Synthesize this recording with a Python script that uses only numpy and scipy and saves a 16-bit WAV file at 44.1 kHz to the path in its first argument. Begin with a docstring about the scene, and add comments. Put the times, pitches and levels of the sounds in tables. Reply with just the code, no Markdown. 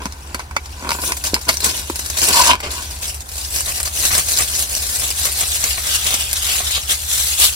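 """A cardboard box knocks and rubs as hands turn and open it; a roll of heavy aluminium foil is dragged
out, juddering on the wall, and the sheet is spread. The foil crackles as countless small creases buckle,
with a hollow rattle once its wide panels are free to flex. The box rings in its wall and cavity modes.
Outdoors, heard close by through two microphone ports; far off an engine hums."""
import sys
import numpy as np
from scipy import signal
from scipy.fft import rfft, irfft
from scipy.io import wavfile

SR = 44100
rng = np.random.default_rng(int(sys.argv[2]) if len(sys.argv) > 2 else 0)


def output_pcm(signal):
    """Save a mono or channel-first signal as 16-bit PCM at the path in sys.argv[1].

    Samples are clipped to [-1, 1] before scaling.
    """
    pcm = np.clip(np.atleast_2d(signal).T, -1, 1) * 32767
    wavfile.write(sys.argv[1], SR, np.round(pcm).astype(np.int16))


N = 332955
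TIME = np.arange(N) / SR
FOIL_FREE_S = 3.0  # box let go, sheet free to flex
PORT_LAG_MS = 0.201  # left behind right

# opening of the sheet: t/s, share open (clipped to 0-1)
SHEET_OPENING = [(0, 0), (3.4, 0.08), (4.1, 0.06), (4.9, 0.04), (5.6, 0.45), (6.1, 1.03), (6.75, 1.1),
                 (7.2, 1), (7.55, 1.15)]
# spectrum of rolled foil: f/Hz, level/dB
ROLL_SPECTRUM = [(100, -21.5), (220, -14.5), (450, -12.5), (700, -8), (870, -13), (1080, -7), (1280, -14.5),
                 (1500, -6.5), (1900, -10.5), (2700, -8), (3200, -11), (4200, -6), (6000, -5.5), (8000, -4),
                 (11000, -7), (13500, -9), (16000, -13.5)]
# spectrum of the open sheet: f/Hz, level/dB
SHEET_SPECTRUM = [(100, -27), (250, -22), (720, -7), (900, -9), (1150, -5), (1350, -4), (1680, -5),
                  (1950, -6), (2600, -3.5), (3400, -1.5), (4300, -4), (5100, -6), (7500, -2.4),
                  (10500, -6.5), (13500, -8.5), (16000, -13)]
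# treble shelf of the foil: t/s, gain/dB
FOIL_TREBLE = [(0, -11.5), (.8, -9.5), (1.05, 7), (1.3, -4), (2.2, -2), (2.45, -7.5), (2.6, -22),
               (2.75, -6), (3.5, 3), (4.5, 1), (5.4, 3), (6.1, 0.5), (6.75, 2.5), (7.15, 9), (7.45, 6.5)]


def foil(effort):
    """Buckling creases crackle in clumps over a fine fizz; the spectrum shifts as the sheet opens."""
    opened = np.clip(curve(SHEET_OPENING), 0, 1)
    density = 1 + 2 * opened
    crackle = unit(creases(per_s=500 * density) / np.sqrt(density))
    fizz = unit(ports(*rng.standard_normal((2, N)), PORT_LAG_MS))
    texture = amp(-4.5) * crackle + amp(-7) * tinkles() + amp(-3.5) * fizz
    worked = texture * effort * amp(1.1 * wander(8, 90))
    sheet = amp(-3) * colour(worked * (1 - opened), ROLL_SPECTRUM)
    sheet += amp(-0.5) * colour(worked * opened, SHEET_SPECTRUM)
    treble = signal.sosfiltfilt(signal.butter(1, 6000, "highpass", fs=SR, output="sos"), sheet)
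    sheet += (amp(curve(FOIL_TREBLE)) - 1) * treble
    return sheet_echo(sheet) * lean_left(0.9)


# steady handling of the foil: t/s, level/dB
FOIL_GRIP = [(0, -38), (.42, -33.5), (.48, -43), (.75, -32.5), (1.05, -32.5), (1.45, -30.5), (1.86, -29.5),
             (2.15, -24), (2.58, -34), (2.76, -23.5), (3.15, -31), (3.25, -38), (3.38, -26.5),
             (3.88, -35.5), (4.0, -22.5), (4.5, -21.5), (5.9, -23.5), (6.85, -30.5)]
# tugs at the foil: t/s, rise/s, hold/s, level/dB
FOIL_TUGS = [(0.029, 0.0036, 0.0066, -29), (0.912, .006, 0.025, -24), (0.981, 0.056, 0.054, -24.5),
             (1.241, 0.0077, 0.017, -15.5), (1.48, 0.0066, 0.004, -10), (1.52, .003, .016, -25.5),
             (1.622, 0.024, 0.05, -14.5), (1.716, 0.018, 0.067, -21), (2.162, .01, 0.018, -16),
             (2.201, 0.015, 0.12, -12.5), (2.3, 0.073, 0.13, -8.5), (2.623, 0.011, 0.021, -23.5),
             (2.694, 0.011, 0.025, -21.5), (3.007, 0.016, 0.066, -21), (3.493, 0.064, 0.038, -19.5),
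             (3.612, 0.054, 0.05, -23), (3.731, 0.022, 0.028, -21.5), (3.848, 0.0061, 0.0051, -19.5),
             (3.913, 0.059, 0.054, -19.5), (4.016, 0.034, 0.02, -14.5), (4.082, 0.068, 0.047, -15),
             (4.255, 0.021, 0.061, -19.5), (4.314, 0.055, 0.046, -19), (4.493, 0.061, 0.05, -21),
             (4.727, 0.02, 0.011, -40), (4.81, 0.017, 0.046, -33), (4.882, 0.026, .05, -23),
             (5.001, 0.015, 0.027, -21.5), (5.144, 0.1, 0.014, -18.5), (5.358, 0.03, 0.032, -19.5),
             (5.486, 0.024, 0.056, -22.5), (5.64, 0.014, 0.055, -21.5), (5.834, 0.09, 0.036, -18.5),
             (6.005, 0.029, 0.13, -23), (6.158, 0.041, 0.016, -22), (6.349, 0.016, 0.018, -24),
             (6.383, 0.078, 0.14, -20), (6.625, 0.044, 0.042, -22), (6.715, 0.038, 0.011, -21.5),
             (6.873, 0.031, 0.017, -19), (7.076, 0.038, 0.23, -25), (7.361, 0.074, 0.022, -13.5)]
# brief rests of the hands: t/s, gain/dB
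HAND_RESTS = [(1.226, -1), (2.558, -9), (2.891, -2), (2.99, -3.5), (4.24, -2.5), (4.675, -4), (5.14, -3.5),
              (5.77, -1.5), (6.85, -0.5)]


def hand_effort(release_db_per_s=356, rest_s=0.024):
    """Tugs add their power to the steady handling; both ease when the hands rest."""
    tug_power = sum((amp(db) * stroke(s, rise, hold, release_db_per_s)) ** 2
                    for s, rise, hold, db in FOIL_TUGS)
    rest_db = sum(db * np.exp(-((TIME - s) / rest_s) ** 2) for s, db in HAND_RESTS)
    return np.sqrt(amp(curve(FOIL_GRIP)) ** 2 + tug_power) * amp(rest_db)


def creases(per_s, facets=28):
    """Creases buckle in facets of the sheet; each has its own pitch and place, and they take turns."""
    out = np.zeros((2, N))
    for hz in np.geomspace(2900, 13000, facets):
        lag_ms = rng.uniform(0.04, 0.392)
        tick = burst(0.002, 0.00003, lag_ms) + burst(0.03, 0.008, lag_ms)  # onset + tail
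        tick = unit(tick + amp(10) * ring(tick, hz, hz / 7))
        train = clicks(per_s / facets, spread_db=4.2) * amp(3.5 * np.tanh(wander(6.9, 40)))
        out += convolve(train[None], tick)
    return unit(out)


def tinkles(per_s=560, facets=64, t60_cycles=45):
    """Small stiff facets ring on after their crease gives, each on its own metallic note."""
    out = np.zeros((2, N))
    for hz in np.linspace(2600, 13000, facets):
        t = port_time(2048, rng.uniform(0, 1.935) * PORT_LAG_MS)
        note = unit(amp(-60 * t * hz / t60_cycles) * np.sin(2 * np.pi * hz * t))
        train = clicks(per_s / facets, spread_db=2.8)
        for at in np.flatnonzero(train):
            add(out, at / SR, train[at] * note)
    return unit(out)


def sheet_echo(x, gain=0.28, delay_ms=0.452, sway=0.29):
    """An echo off the moving sheet: its changing delay sweeps a metallic comb through the sound."""
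    at = np.arange(N)
    delay_samples = delay_ms * SR / 1000 * np.exp(sway * wander(1, 7.4))
    echo = np.array([np.interp(at - delay_samples, at, side) for side in x])
    return (x + gain * echo) / np.sqrt(1 + gain ** 2)


# snaps of the box lid and of large foil creases: t/s, level/dB, shake re tick/dB, f/Hz
SHARP_SNAPS = [(.891, -1, -22, 4600), (.906, .5, -22, 4800), (1.168, -13, 8, 7600), (1.239, -4.5, 3, 6000),
               (1.270, -.5, -7, 5000), (1.413, -16, 2, 6000), (1.541, -6, -2, 5030),
               (1.570, -1.5, -10, 6000), (1.604, -2.5, -2, 4300), (1.644, 5, -4, 7700),
               (1.659, -0.5, 1, 8000), (1.897, -13, 4, 6000), (1.957, -6, 0, 5500), (1.991, -12, 9, 6500),
               (2.060, -9, 3, 5000), (2.1, -1.5, -4, 6000), (2.173, -9.5, 8, 6000), (2.186, 0, -2, 4800),
               (2.217, -4, 1, 5500), (2.238, -2, 1, 6900), (2.286, 2, 2, 7600), (2.359, 0, -2, 4800),
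               (2.369, -3, -2, 4100), (2.395, 4.5, -4, 4000), (2.413, -2, 0, 4100), (2.472, 1, -1, 3100),
               (2.603, -12, -1, 3600), (2.714, -13, 4, 6900), (2.823, -16, 4, 6900), (2.908, -16, 4, 6200),
               (3.144, -12, -1, 8300), (3.206, -12, -6, 7000), (3.29, -14, -2, 7000), (3.316, -16, 2, 5500),
               (3.356, -14, 1, 7600), (3.38, -10, 0, 6900), (3.56, -5, 2, 6900), (3.607, -1, -5, 7600),
               (3.692, -8, 3, 7600), (3.801, -4, 2, 6900), (3.830, -0.5, -6, 8500), (3.855, -11, 1, 6200),
               (3.876, -7, 1, 4800), (4.052, 0, 2, 6000), (4.117, -2, -3, 5500), (4.15, -1, 4, 6900),
               (4.18, 3, -8, 8500), (4.195, 1, -6, 6000), (4.285, -4, 3, 6900), (4.319, 0, -9, 8000),
               (4.373, -1, 0, 4800), (4.387, 2, -1, 6900), (4.42, -3, 2, 8300), (4.592, -3, 2, 8300),
               (4.624, -3, 0, 9000), (4.695, -10, 1, 6200), (4.751, 0, -9, 6200), (4.765, -4, -1, 6200),
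               (4.828, -8, 0, 4800), (4.959, -5, -1, 7600), (5.104, -2, -2, 7600), (5.252, -2, 4, 6900),
               (5.409, -4, 2, 7600), (5.640, 3, -2, 6000), (5.867, -7, 3, 8700), (6.067, 1, -2, 6500),
               (6.106, -1, -2, 3900), (6.141, 4.5, -3, 6000), (6.312, -4, -4, 6200),
               (6.330, 4.5, -11, 11500), (7.400, 3, -4, 7000)]


def snaps():
    """The box lid or a large foil crease snaps: one sharp, pitched tick and a short shake."""
    out = np.zeros((2, N))
    for s, db, shake_db, hz in SHARP_SNAPS:
        tick = burst(0.009, 0.00003, 0.224)
        tick = 0.42 * tick + 1.4 * ring(tick, hz, hz / 4.5)
        shake = amp(shake_db) * burst(0.03, 0.0028, 0.2)
        add(out, s, amp(db + 8.5) * (tick + shake))
    return colour(out, ROLL_SPECTRUM) * lean_left(0.8)


# folds crushed in one go, and at 2.503 s a rasp of the roll catching on the wall: t/s, hold/s, level/dB, f/Hz
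FOLD_CRUNCHES = [(1.617, .004, -26, 4320), (2.63, 0.031, -35, 4760), (2.631, .012, -30, 3030),
                 (2.503, .005, -12, 3030), (5.91, 0.03, -30, 3580), (6.063, .004, -23, 3400),
                 (6.496, 0.019, -24, 3060), (6.716, 0.023, -24, 3580), (6.748, 0.0088, -18.5, 3470),
                 (6.89, 0.018, -23.5, 3240), (7.412, 0.024, -19.5, 3170)]


def crunches(rise_s=0.0019, release_db_per_s=600, q=2.2):
    """A fold gives way, or the roll rasps on the wall: a dense run of small clicks rings a narrow band beside
    it."""
    drive = ports(clicks(4000, 1.7), clicks(4000, 4.2), lag_ms=0.19)
    out = np.zeros((2, N))
    for s, hold, db, hz in FOLD_CRUNCHES:
        note = unit(steep_ring(drive, hz, hz / q))
        out += amp(db) * stroke(s, rise_s, hold, release_db_per_s) * note
    return out * lean_left(0.9)


# spectrum of wide foil panels: f/Hz, level/dB
PANEL_SPECTRUM = [(90, 6.5), (170, -1.5), (300, -4.5), (500, -0.5), (690, 7), (870, -1.5), (1080, 8.5),
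                  (1280, 5.5), (1650, -1.5), (2100, 5), (2750, 2), (6000, -22)]
# panels bending: t/s, hold/s, level/dB
PANEL_BENDS = [(2.623, 0.041, -33), (3.668, 0.03, -31.5), (3.779, 0.018, -32), (3.871, 0.0057, -31),
               (4.031, 0.013, -27.5), (4.102, 0.082, -27.5), (4.383, 0.03, -25.5), (5.016, 0.018, -28.5),
               (5.259, 0.014, -32), (5.411, 0.0088, -27), (5.631, 0.0078, -26.5), (5.774, 0.0094, -31),
               (5.84, 0.035, -34), (6.05, 0.096, -32.5), (6.48, 0.16, -37), (6.76, .015, -34),
               (6.889, 0.043, -32.5)]


def flexing(effort, panels=6, rise_s=0.0037, release_db_per_s=456):
    """Wide foil panels rattle hollowly at each bend and, once free of the box, with every move."""
    rattle = sum(convolve(clicks(120, 5.6)[None], burst(0.024, 0.00007, 0.25)) for _ in range(panels))
    bends = sum(amp(db) * stroke(s, rise_s, hold, release_db_per_s) for s, hold, db in PANEL_BENDS)
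    flex = amp(-26) * effort * (TIME > FOIL_FREE_S)
    return amp(2) * np.hypot(bends, flex) * unit(colour(rattle, PANEL_SPECTRUM))


# pops and knocks of card or foil, ring of a hollow rub: t/s, level/dB, f/Hz, t60/s
HOLLOW_TONES = [(.056, -13.5, 200, 0.081), (1.3345, 7.5, 370, 0.01), (1.495, -2, 636, 0.022),
                (1.898, -5.5, 340, 0.049), (2.633, -19.5, 598, 0.23), (2.66, -20, 373, 0.13),
                (5.09, -36, 695, 0.018), (6.603, -11.5, 716, 0.037)]


def hollow_tones(rise_s=0.00049):
    """Card or foil pops, knocks or rings from a hollow rub, each in one short, decaying tone."""
    out, t = np.zeros((2, N)), np.arange(4096) / SR
    for s, db, hz, t60 in HOLLOW_TONES:
        tone = amp(db - 8.5 - 60 * t / t60) * (1 - np.exp(-t / rise_s)) * np.sin(2 * np.pi * hz * t)
        add(out, s, np.array([tone, tone]))
    return out


# box knocks, creaks, flap snaps: t/s, crack/dB, clack/dB, thud/dB, rattle t60/s, strike f/Hz
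BOX_KNOCKS = [(0.018, -28, -24, -33, 0.088, 1000), (0.055, -15.5, -15, -19, 0.055, 900),
              (.062, -31, -18.5, -34, .035, 1000), (.123, -23.5, -31, -54, 0.039, 2000),
              (0.345, -12, -11.5, -21, 0.06, 1400), (.393, -22, -15, -44, 0.07, 1200),
              (.401, -28, -19, -44, 0.044, 1000), (.51, -29, -22.5, -41, 0.064, 1400),
              (0.5641, -17, -11, -23, 0.021, 1640), (0.5658, -16, -5, -31.5, 0.016, 2420),
              (0.657, -24, -28, -42, 0.077, 1500), (0.824, -29, -22, -23, 0.031, 950),
              (0.847, -40, -17, -25, 0.048, 800), (.872, -40, -21, -26, .03, 850),
              (0.892, -36, -12.5, -30, 0.018, 1000), (.905, -32, -11.5, -39, 0.034, 1100),
              (0.916, -13, -8.5, -29, 0.04, 1200), (.986, -40, -21, -30, .03, 850),
              (1.036, -36, -15, -24, 0.034, 900), (1.120, -7.5, -11, -36, 0.038, 2500),
              (1.342, -0.5, -13, -39, 0.039, 6000), (1.364, -24, -15, -41, 0.022, 1500),
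              (1.49, -2.5, -3, -37, 0.04, 2800), (1.496, -9, -7, -36, 0.014, 1400),
              (1.898, -31, -12.5, -17.5, 0.023, 744), (2.513, -11, -5, -20, 0.013, 2600),
              (2.533, -14, -9, -32, 0.014, 2000), (2.553, -20, -16, -48, 0.017, 3000),
              (2.602, -35, -17.5, -42, 0.04, 2200), (2.634, -27, -32, -38, 0.2, 1300)]
# spectrum of the edge's crack: f/Hz, level/dB
CRACK_SPECTRUM = [(100, -40), (500, -26), (1500, -11), (2600, -5), (3300, -8), (4600, 1), (6000, 0),
                  (7500, -5), (11000, -8), (16000, -21)]
# spectrum of the clack's rattle: f/Hz, level/dB
RATTLE_SPECTRUM = [(150, -26), (450, -10), (700, -4), (1000, 1), (1400, -1), (1800, -4), (2300, -1),
                   (3300, -13), (9000, -38)]
# modes of the hollow box: f/Hz, level/dB, t60/s
CAVITY_MODES = [(176, -3, 0.057), (260, 3.5, 0.068), (370, -6.5, 0.11), (543, -1.5, 0.055)]


def knocks():
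    """Each knock is a crack of the edge, a clack that rattles and rings the wall, and a hollow thud."""
    crack, rattle, modes = np.zeros((3, 2, N))
    t = np.arange(4096) / SR
    thud = sum((-1) ** k * amp(db - 60 * t / t60) * np.sin(2 * np.pi * hz * t)
               for k, (hz, db, t60) in enumerate(CAVITY_MODES))
    thud /= np.linalg.norm(thud)
    for s, crack_db, clack_db, thud_db, t60, strike_hz in BOX_KNOCKS:
        add(crack, s, amp(crack_db + 16) * burst(0.21 * t60, 0.0026, 0.22))
        add(rattle, s, amp(clack_db + 10.5) * burst(t60, 0.0004, 0.13))
        add(modes, s, amp(clack_db + 15) * wall_ring(strike_hz) + amp(thud_db + 18) * thud)
    return colour(crack, CRACK_SPECTRUM) * lean_left(0.8) + colour(rattle, RATTLE_SPECTRUM) + modes


# modes of the cardboard wall: f/Hz, level/dB, t60/s
WALL_MODES = [(600, -7, .026), (940, -4, .034), (995, -2, .034), (1114, -5, .026), (1410, -3, .026),
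              (1560, -7, .02), (2080, -3, .014), (2310, 3, .018), (2620, -3, .014), (3600, -10, .014),
              (4480, -5, .013), (4870, -4, .015), (5800, -6, .011)]


def wall_ring(strike_hz, rise_s=0.00072, size=4096):
    """A blow rings the wall, most within an octave of strike_hz; the pitch shifts with the grip."""
    t = port_time(size, PORT_LAG_MS)
    detune = 1 + rng.uniform(-0.063, 0.05)
    out = np.zeros((2, size))
    for hz, db, t60 in WALL_MODES:
        weight = np.exp(-0.5 * np.log2(hz / strike_hz) ** 2)
        out += weight * amp(db - 60 * t / t60) * np.sin(2 * np.pi * (hz * detune * t + rng.random()))
    return unit(out * (1 - np.exp(-t / rise_s))) / np.sqrt(size)


# fingers, lid and roll sliding on cardboard: t/s, rise/s, hold/s, scuff/dB, ring/dB
BOX_SLIDES = [(0, 0.0041, 0.017, -30.5, -47), (0.233, 0.036, 0.15, -43.5, -71.5),
              (0.755, 0.053, 0.14, -39, -49), (0.834, 0.0054, 0.0078, -30, -37),
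              (0.865, .005, 0.063, -32, -36.5), (0.942, 0.004, 0.0078, -31, -49),
              (0.983, 0.0046, 0.0045, -30.5, -36), (1.02, 0.0094, 0.019, -28.5, -42),
              (1.067, 0.026, 0.017, -27, -37), (1.225, 0.031, 0.016, -33.5, -38),
              (1.331, 0.012, 0.008, -22.5, -56), (1.466, 0.025, 0.0077, -23.5, -35),
              (1.612, 0.027, 0.052, -26.5, -41), (1.694, 0.034, 0.11, -39, -54),
              (2.121, .02, 0.03, -51, -42), (2.216, 0.013, 0.0083, -24.5, -49),
              (2.274, 0.018, 0.019, -21, -32), (2.355, .02, 0.13, -34.5, -35),
              (2.46, 0.026, 0.057, -24.5, -33), (2.63, 0.0043, 0.053, -31, -55),
              (2.717, 0.017, 0.067, -40, -37)]
# box ringing as the roll drags along its wall: t/s, level/dB
ROLL_DRAG = [(2.15, -72), (2.29, -35), (2.37, -16.5), (2.45, -22), (2.486, -17), (2.508, -17), (2.536, -27),
             (2.546, -33), (2.62, -55)]
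# spectrum of scuffed cardboard: f/Hz, level/dB
SCUFF_SPECTRUM = [(80, -39), (140, 3.5), (250, 4), (370, 8), (520, 2), (720, -0.5), (1000, 9.5), (1250, -6),
                  (1500, 8), (1850, -16.5), (2400, 2), (3500, -9), (8000, -49)]
# resonances of the rubbed box: f/Hz, width/Hz, level/dB
BOX_RESONANCES = [(650, 280, -16.5), (940, 50, -1.5), (988, 55, 1.5), (1070, 100, -7), (1460, 240, -15),
                  (2350, 300, -23), (2950, 400, -17), (3640, 350, -19), (4400, 700, -20), (5500, 900, -24)]


def rubbing(release_db_per_s=400):
    """Stick and slip scuffs the cardboard and makes the box itself ring."""
    slips = unit(ports(clicks(4000, 2), clicks(4000, 2), lag_ms=0.17))
    scuff = colour(slips, SCUFF_SPECTRUM)
    ringing = unit(sum(amp(db) * steep_ring(slips, hz, width) for hz, width, db in BOX_RESONANCES))
    stutter = amp(2 * wander(7.8, 80))
    scuff_gain, ring_gain = amp(-47), amp(-67)  # faint contact of the holding hand
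    ring_gain = np.hypot(ring_gain, amp(curve(ROLL_DRAG)))
    for s, rise, hold, scuff_db, ring_db in BOX_SLIDES:
        slide = stroke(s, rise, hold, release_db_per_s)
        scuff_gain = np.hypot(scuff_gain, amp(scuff_db) * slide)
        ring_gain = np.hypot(ring_gain, amp(ring_db) * slide)
    in_hand = stroke(0, 0.001, FOIL_FREE_S, release_db_per_s)
    return in_hand * stutter * (amp(-1.5) * scuff_gain * scuff + amp(1.5) * ring_gain * ringing)


# roll catching on the wall: t/s, rise/s, hold/s, level/dB
ROLL_JUDDERS = [(2.367, .003, .008, -20), (2.446, .003, .01, -23), (2.474, .002, .005, -19),
                (2.489, .005, .009, -10), (2.513, .002, .003, -14), (2.532, .002, .003, -12.5)]


def judders(wall_hz=985, waver=0.018, third_harmonic_db=-13, release_db_per_s=1502):
    """The dragged roll sticks and slips in step with the main mode of the wall."""
    level = sum(amp(db) * stroke(s, rise, hold, release_db_per_s) for s, rise, hold, db in ROLL_JUDDERS)
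    cycles = np.cumsum(wall_hz * (1 + waver * wander(14, 160))) / SR
    phase = 2 * np.pi * (cycles - wall_hz * np.array([[PORT_LAG_MS / 1000], [0]]))
    return level * np.sqrt(2) * (np.sin(phase) + amp(third_harmonic_db) * np.sin(3 * phase))


def scatter(x, paths=6):
    """Short reflections off the ground and moving sheet take turns; long waves pass them by."""
    treble = signal.sosfilt(signal.butter(2, 1800, "highpass", fs=SR, output="sos"), x)
    weights = np.array([wander(1.5, 9) for _ in range(paths)])
    weights /= np.linalg.norm(weights, axis=0)
    return sum(convolve(treble * weight, burst(0.062, 0.0022, 0.033)) for weight in weights)


# engine tones: f/Hz, level/dB
ENGINE_TONES = [(43.6, -45), (64.6, -32.5), (75.4, -31.5), (86, -44.5), (114, -74), (130, -65)]


def engine(drift=0.012, swell_db=1.6):
    """Low tones of a distant engine drift and beat against each other."""
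    out = np.zeros(N)
    for hz, db in ENGINE_TONES:
        cycles = np.cumsum(hz * (1 + drift * wander(0.1, 2.1))) / SR
        rms = amp(db - 5.5 + swell_db * wander(2, 8))
        out += rms * np.sqrt(2) * np.sin(2 * np.pi * (cycles + rng.random()))
    return out


# spectrum of the outdoor air: f/Hz, level/dB
AIR_SPECTRUM = [(15, -55), (30, 2), (40, -3), (55, 4.5), (85, -4), (105, -3.5), (160, -15), (300, -19.5),
                (600, -21.5), (760, -13), (1400, -18.5), (4000, -37), (10000, -36), (16000, -36)]


def air(rms_db=-38.5):
    """Outdoor rumble and faint hiss."""
    noise = ports(*rng.standard_normal((2, N)), lag_ms=0.32)
    return amp(rms_db) * unit(colour(noise, AIR_SPECTRUM))


# likeness of the two ports: f/Hz, coherence (0-1)
PORT_COHERENCE = [(100, 0.98), (500, 1), (1000, 1), (2000, 0.07), (5000, 0.89), (16000, 0)]


def ports(right, other, lag_ms):
    """The left port hears the right one's sound later, blended with another, mostly in the treble."""
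    hz = np.fft.rfftfreq(len(right), 1 / SR)
    shared = np.clip(at_hz(PORT_COHERENCE, hz), 0, 1)
    left = shared * rfft(right) + np.sqrt(1 - shared ** 2) * rfft(other)
    delay = np.exp(-2j * np.pi * hz * lag_ms / 1000)
    return np.array([irfft(left * delay, len(right)), right])


def port_time(size, lag_ms):
    """Seconds since a sound reached each port, the left one late."""
    return np.maximum(np.arange(size) / SR - np.array([[lag_ms / 1000], [0]]), 0)


def lean_left(db):
    """Stereo gains: left up, right down by db."""
    return amp([[db], [-db]])


def burst(t60_s, rise_s, lag_ms, size=4096):
    """Many close modes struck at once and dying quickly: stereo, unit energy."""
    t = np.arange(size) / SR
    noise = rng.standard_normal((2, size)) * amp(-60 * t / t60_s) * (1 - np.exp(-t / rise_s))
    return unit(ports(*noise, lag_ms)) / np.sqrt(size)


def clicks(per_s, spread_db):
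    """Random clicks, mostly small and a few large."""
    hit = rng.random(N) < per_s / SR
    size = amp(spread_db * np.minimum(rng.exponential(1, N), 3))
    return hit * size * rng.choice([-1., 1.], N)


def stroke(start_s, rise_s, hold_s, release_db_per_s):
    """Envelope of one hand move: rise, hold, decay."""
    t = TIME - start_s
    return np.clip(t / rise_s, 0, 1) * amp(-np.clip(release_db_per_s * (t - rise_s - hold_s), 0, 100))


def wander(slow_hz, fast_hz):
    """Random drift between two rates, roughly pink, rms 1."""
    hz = np.fft.rfftfreq(N, 1 / SR)
    band = (hz > slow_hz) * (hz < fast_hz) / np.sqrt(hz + slow_hz)
    return unit(irfft(rfft(rng.standard_normal(N)) * band, N))


def ring(x, hz, width_hz):
    """A resonance of peak gain 1."""
    return signal.lfilter(*signal.iirpeak(hz, hz / width_hz, SR), x)


def steep_ring(x, hz, width_hz):
    """A resonance applied twice for steep skirts."""
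    return ring(ring(x, hz, width_hz), hz, width_hz)


def colour(x, spectrum, size=2048):
    """Minimum-phase filter of unit energy with the given spectrum."""
    log_gain = np.log(amp(at_hz(spectrum, abs(np.fft.fftfreq(size, 1 / SR)))))
    taps = np.fft.ifft(np.exp(np.conj(signal.hilbert(log_gain)))).real
    return convolve(x, taps[None] / np.linalg.norm(taps))


def convolve(x, response):
    """Convolution in time, cut to the scene's length."""
    return signal.oaconvolve(x, response, axes=1)[:, :N]


def add(mix, start_s, sound):
    """Lays a stereo sound into the mix."""
    part = mix[:, round(start_s * SR):][:, :sound.shape[1]]
    part += sound[:, :part.shape[1]]


def curve(rows):
    """A table interpolated over time."""
    return np.interp(TIME, *np.transpose(rows))


def at_hz(rows, hz):
    """A table interpolated over log frequency."""
    row_hz, value = np.transpose(rows)
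    return np.interp(np.log(hz + 1), np.log(row_hz + 1), value)


def amp(db):
    """Decibels to gain."""
    return 10 ** (np.asarray(db) / 20)


def unit(x):
    """Scales to rms 1."""
    return x / np.sqrt(np.mean(x ** 2) + 1e-20)


def scene():
    """Foil and box close by, engine and air behind."""
    effort = hand_effort()
    near = foil(effort) + flexing(effort) + snaps() + crunches()
    near += rubbing() + judders() + knocks() + hollow_tones()
    return near + amp(-4) * scatter(near) + engine() + air()


def record(dry, cutoff_hz=15900):
    """The loudest peaks clip; a steep low-pass follows."""
    lowpass = signal.firwin(511, cutoff_hz, window=("kaiser", 9), fs=SR)
    return signal.oaconvolve(np.clip(dry, -1, 1), lowpass[None], "same")


dry = scene()
out = record(dry)
output_pcm(out)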